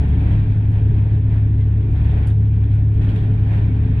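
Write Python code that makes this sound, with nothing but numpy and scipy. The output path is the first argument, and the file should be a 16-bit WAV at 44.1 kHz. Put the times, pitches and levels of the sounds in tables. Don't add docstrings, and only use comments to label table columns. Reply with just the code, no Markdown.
import sys
import numpy as np
from scipy import signal
from scipy.io import wavfile

SR = 44100
rng = np.random.default_rng(int(sys.argv[2]) if len(sys.argv) > 2 else 0)


def file_out(sig):
    cols = np.atleast_2d(sig).T
    lim = np.clip(cols, -1, 1)
    pcm = np.round(lim * 32767).astype(np.int16)
    wavfile.write(sys.argv[1], SR, pcm)


N = 176400
TIME = np.arange(N) / SR


def from_db(db):
    return 10 ** (np.asarray(db) / 20)


def unit_power(x):
    return x / np.sqrt(np.mean(x ** 2) + 1e-20)


def over_time(rows):
    return np.interp(TIME, *np.transpose(rows))


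def at_pitch(rows, hz):
    pitches, values = np.transpose(rows)
    return np.interp(np.log(hz), np.log(pitches), values)


def pan(db):
    return from_db(np.array([[.5], [-.5]]) * db)


def drift(hz):
    pole = np.exp(-80 * np.pi * hz / SR)
    noise = rng.standard_normal(N // 40 + 2002)
    slow = signal.lfilter([1], [1, -2 * pole, pole * pole], noise)[2000:]
    return np.interp(np.arange(N) / 40, np.arange(len(slow)), unit_power(slow))


# pitch in Hz, likeness (1 or more same, -1 opposite).
EAR_LIKENESS = [(60, 2.3), (150, 0.7), (300, 1.1), (440, -0.2), (580, 0.44), (750, .5), (1000, -0.34),
                (1250, -0.5), (1700, -0.09), (2300, -0.5), (2800, 0.67), (3600, 0.08), (5000, -0.5)]
# pitch in Hz, left minus right in dB.
EAR_BALANCE = [(60, 1), (230, -0.3), (360, 3.5), (570, -2), (900, 3), (1400, 0.5), (2200, -3.5), (3500, -2),
               (6000, 6.5), (9000, -8)]
def banded_noise(spectrum, flicker_db, low_hz, bands):
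    out, shared_flicker = 0, drift(12)
    edges = low_hz * 2 ** (np.arange(bands + 1) / 4)
    white = rng.standard_normal((2, 2, N + SR))
    for k, (low, high) in enumerate(zip(edges, edges[1:])):
        band = signal.butter(3, [low, high], "band", fs=SR, output="sos")
        mid, side = signal.sosfilt(band, white[k % 2])[:, SR:]
        hz = np.sqrt(low * high)
        alike = np.clip(at_pitch(EAR_LIKENESS, hz), -1, 1)
        stereo = np.sqrt(1 + alike) * mid + np.sqrt(1 - alike) * side * [[1], [-1]]
        gain = from_db(at_pitch(spectrum, hz) + flicker_db * (.7 * shared_flicker + drift(15)))
        out = out + gain * pan(at_pitch(EAR_BALANCE, hz)) * stereo
    return unit_power(out)


CYCLE_HZ = 11.69
SHAKE_SHARE = .55
def engine_note(multiple, level_db, waver_db=.5, waver_radians=.13):
    hz = multiple * CYCLE_HZ
    phase = 2 * np.pi * (hz * TIME + rng.random()) + waver_radians * drift(1.9)
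    gain = np.sqrt(2) * from_db(level_db + waver_db * drift(2.2))
    return gain * np.sin(phase) * pan(at_pitch(EAR_BALANCE, hz))


# time in seconds, level in dB.
FIRING_LEVELS = [(0, -16.5), (.15, -17.5), (.6, -28), (.8, -22), (1.1, -24.5), (1.6, -19.5), (1.86, -21.5),
                 (2.06, -16.5), (2.25, -19.5), (2.75, -21.5), (3.35, -26.5), (4, -18.5)]
# time in seconds, level in dB.
BOOM_LEVELS = [(0, -22), (.22, -18.5), (.4, -16.5), (1.5, -15.5), (1.85, -17), (2.17, -20.5), (2.35, -15.5),
               (3.1, -17), (4, -17.5)]
# multiple of the cycle rate, level in dB before shaking.
WEAK_NOTES = [(3, -37), (4, -31.5), (8, -35), (11, -37), (12, -32), (13, -35), (15, -34.5), (16, -42),
              (18, -43), (22, -41.5), (24, -49), (34, -54), (37, -53.5)]
def engine(shake_db):
    firing = engine_note(6, over_time(FIRING_LEVELS))
    boom = engine_note(9, over_time(BOOM_LEVELS))
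    weak = sum(engine_note(multiple, db + SHAKE_SHARE * shake_db, waver_db=2, waver_radians=.35)
               for multiple, db in WEAK_NOTES)
    return firing + boom + weak


# pitch in Hz, relative level in dB.
RUMBLE_SPECTRUM = [(14, -2), (30, -1.5), (55, -.5), (90, -.5), (125, -1), (160, -10.5), (200, -11),
                   (232, -19), (270, -15), (320, -16), (370, -26.5), (425, -25), (480, -40), (700, -54)]
def body_rumble(shake_db):
    throb_db = .94 * np.sin(2 * np.pi * CYCLE_HZ * TIME)
    gain = from_db(-23.9 + SHAKE_SHARE * shake_db + throb_db)
    return gain * banded_noise(RUMBLE_SPECTRUM, flicker_db=2, low_hz=12.95, bands=23)


# pitch in Hz, pitch spread in Hz, level in dB before shaking.
PANEL_NOTES = [(268, 24, -41), (426, 18, -46)]
def panel_hum(shake_db):
    out = 0
    for hz, spread_hz, db in PANEL_NOTES:
        phase = 2 * np.pi * hz * TIME
        hum = unit_power(drift(spread_hz) * np.cos(phase) + drift(spread_hz) * np.sin(phase))
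        out = out + from_db(db + .8 * shake_db) * hum * pan(at_pitch(EAR_BALANCE, hz))
    return out


# time in seconds, relative level of the rush in dB.
ROAD_ROUGHNESS = [(0, -49.5), (.2, -51), (.32, -47.5), (.45, -53), (.6, -55.5), (.76, -53.5), (.85, -54),
                  (1.1, -53), (1.24, -57.5), (1.36, -51), (1.46, -57.5), (1.68, -56.5), (1.88, -55),
                  (2.13, -49.3), (2.31, -51), (2.335, -58.5), (2.74, -55.5), (2.88, -59), (2.99, -54.5),
                  (3.1, -51), (3.22, -51), (3.33, -54), (3.46, -52.5), (3.53, -47), (3.68, -53.5),
                  (3.81, -54), (3.87, -52.5), (4, -51.5)]
# pitch in Hz, relative level in dB.
RUSH_SPECTRUM = [(300, 0), (500, 7), (620, 7.3), (800, 7.2), (1000, 4.6), (1250, -1.2), (1550, 1.8),
                 (2000, -.3), (2500, -2.2), (3000, -9), (3600, -9.5), (4300, -19.5), (5200, -25.5),
                 (6200, -29), (7300, -37), (9000, -26.5), (11500, -39)]
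def tyres_and_wind():
    road_db = over_time(ROAD_ROUGHNESS)
    gain = from_db(-44.5 + road_db - road_db.mean())
    return gain * banded_noise(RUSH_SPECTRUM, flicker_db=1, low_hz=284.4, bands=22)


# start in seconds, relative strength in dB.
FITTING_TICKS = [(0.084, -52.5), (.183, -61.5), (0.715, -57.5), (1.914, -54), (2.271, -41), (2.285, -51),
                 (2.303, -53), (2.739, -51), (2.940, -57), (3.159, -56), (3.385, -66)]
# pitch in Hz, relative level in dB, seconds to fade by 60 dB.
FITTING_NOTES = [(4850, -9, .012), (6050, -8, .01), (7380, -5, .007), (8300, -5, .007), (9000, -7, .012),
                 (9400, -4, .02), (10850, -7, .018), (11300, -7, .009)]
def fitting_ticks(chatter_per_second=5000, fade_db_per_second=650):
    hits = np.zeros(N)
    fade = from_db(-9.5 - fade_db_per_second * np.minimum(TIME, .2))
    for start_s, db in FITTING_TICKS:
        start = int(start_s * SR)
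        chatter = (rng.random(N) < chatter_per_second / SR) * rng.standard_normal(N) * fade
        chatter[0] = 1
        hits[start:] += from_db(db - 9) * chatter[:N - start]
    hits += 1e-18
    crack = signal.sosfilt(signal.butter(2, 4000, "high", fs=SR, output="sos"), hits)
    out = from_db(8.5) * crack
    for hz, db, fade_s in FITTING_NOTES:
        decay, angle = from_db(-60 / (fade_s * SR)), 2 * np.pi * hz / SR
        ring = signal.lfilter([0, np.sin(angle)], [1, -2 * decay * np.cos(angle), decay ** 2], hits)
        out = out + from_db(db) * ring
    return out


# start in seconds, relative level in dB, seconds to fade by 60 dB.
ROAD_JOLTS = [(.315, -50, .35), (.512, -48, .22), (.755, -55, .3), (1.315, -54, .3), (1.603, -53, .25),
              (2.452, -54, .25), (2.632, -50, .25), (2.708, -52, .25), (3.012, -42.5, .3),
              (3.085, -44.5, .25), (3.155, -44, .45), (3.57, -50, .25), (3.835, -51, .35)]
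# pitch in Hz, relative level in dB.
TRIM_SPECTRUM = [(700, 3), (1200, -1.5), (1900, 1), (2600, 0), (3600, -1.5), (4600, -14), (6500, -23),
                 (9300, -22), (11500, -31)]
def trim_rattle(rise_s=.008, taps_per_second=900, tap_s=.002):
    jolts = 0
    for start_s, db, fade_s in ROAD_JOLTS:
        age = np.maximum(TIME - start_s, 0)
        jolts = jolts + np.minimum(age / rise_s, 1) * from_db(db - 1 - 60 * age / fade_s)
    tap_starts = rng.random(N) < taps_per_second / SR
    strengths = from_db(2.5 * np.minimum(rng.exponential(1, N), 4))
    taps = signal.lfilter([1], [1, -np.exp(-1 / (tap_s * SR))], tap_starts * strengths + 1e-18)
    texture = .5 + .5 * unit_power(taps)
    return jolts * texture * banded_noise(TRIM_SPECTRUM, flicker_db=1.5, low_hz=700, bands=16)


# loudest moment in seconds, pitch in Hz, level in dB.
PART_SQUEAKS = [(1.33, 2020, -52), (1.615, 2100, -52.5), (2.045, 10930, -68), (3.71, 2260, -51)]
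def squeaks(fade_s=.022, sag_hz_per_second=2000, rough_radians=1.2):
    out = 0
    for peak_s, hz, db in PART_SQUEAKS:
        t = TIME - peak_s
        phase = 2 * np.pi * (hz - .5 * sag_hz_per_second * t) * t + rough_radians * drift(90)
        out = out + from_db(db) * np.exp(-(t / fade_s) ** 2) * np.sin(phase)
    return out


# pitch in Hz, width in Hz, boost in dB.
CABIN_PEAKS = [(570, 50, 1.5), (1570, 70, 3), (1800, 70, 4), (2380, 80, 4), (3245, 90, 3.5), (8900, 300, 4),
               (9470, 200, 2.5)]
def cabin_air(sound):
    out = sound
    for hz, width_hz, db in CABIN_PEAKS:
        ring = signal.lfilter(*signal.iirpeak(hz, hz / width_hz, fs=SR), sound)
        out = out + (from_db(db) - 1) * ring
    return out


# time in seconds, dB above or below the usual.
BODY_SHAKE = [(0, 4), (.35, 3.5), (.58, -1), (.8, 2.5), (1.25, -3), (1.6, -2.5), (1.85, 0), (2.15, 0),
              (2.4, -3), (2.9, -2.5), (3.1, 3), (3.42, 0), (3.6, 2.5), (4, 2.5)]
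def scene():
    shake_db = over_time(BODY_SHAKE)
    lows = engine(shake_db) + body_rumble(shake_db) + panel_hum(shake_db)
    rush_and_rattle = cabin_air(tyres_and_wind() + trim_rattle())
    return lows + rush_and_rattle + pan(db=-10) * fitting_ticks() + pan(db=-4) * squeaks()


def record(dry):
    return signal.sosfilt(signal.cheby2(14, 70, 12600, fs=SR, output="sos"), dry)


dry = scene()
out = record(dry)
file_out(out)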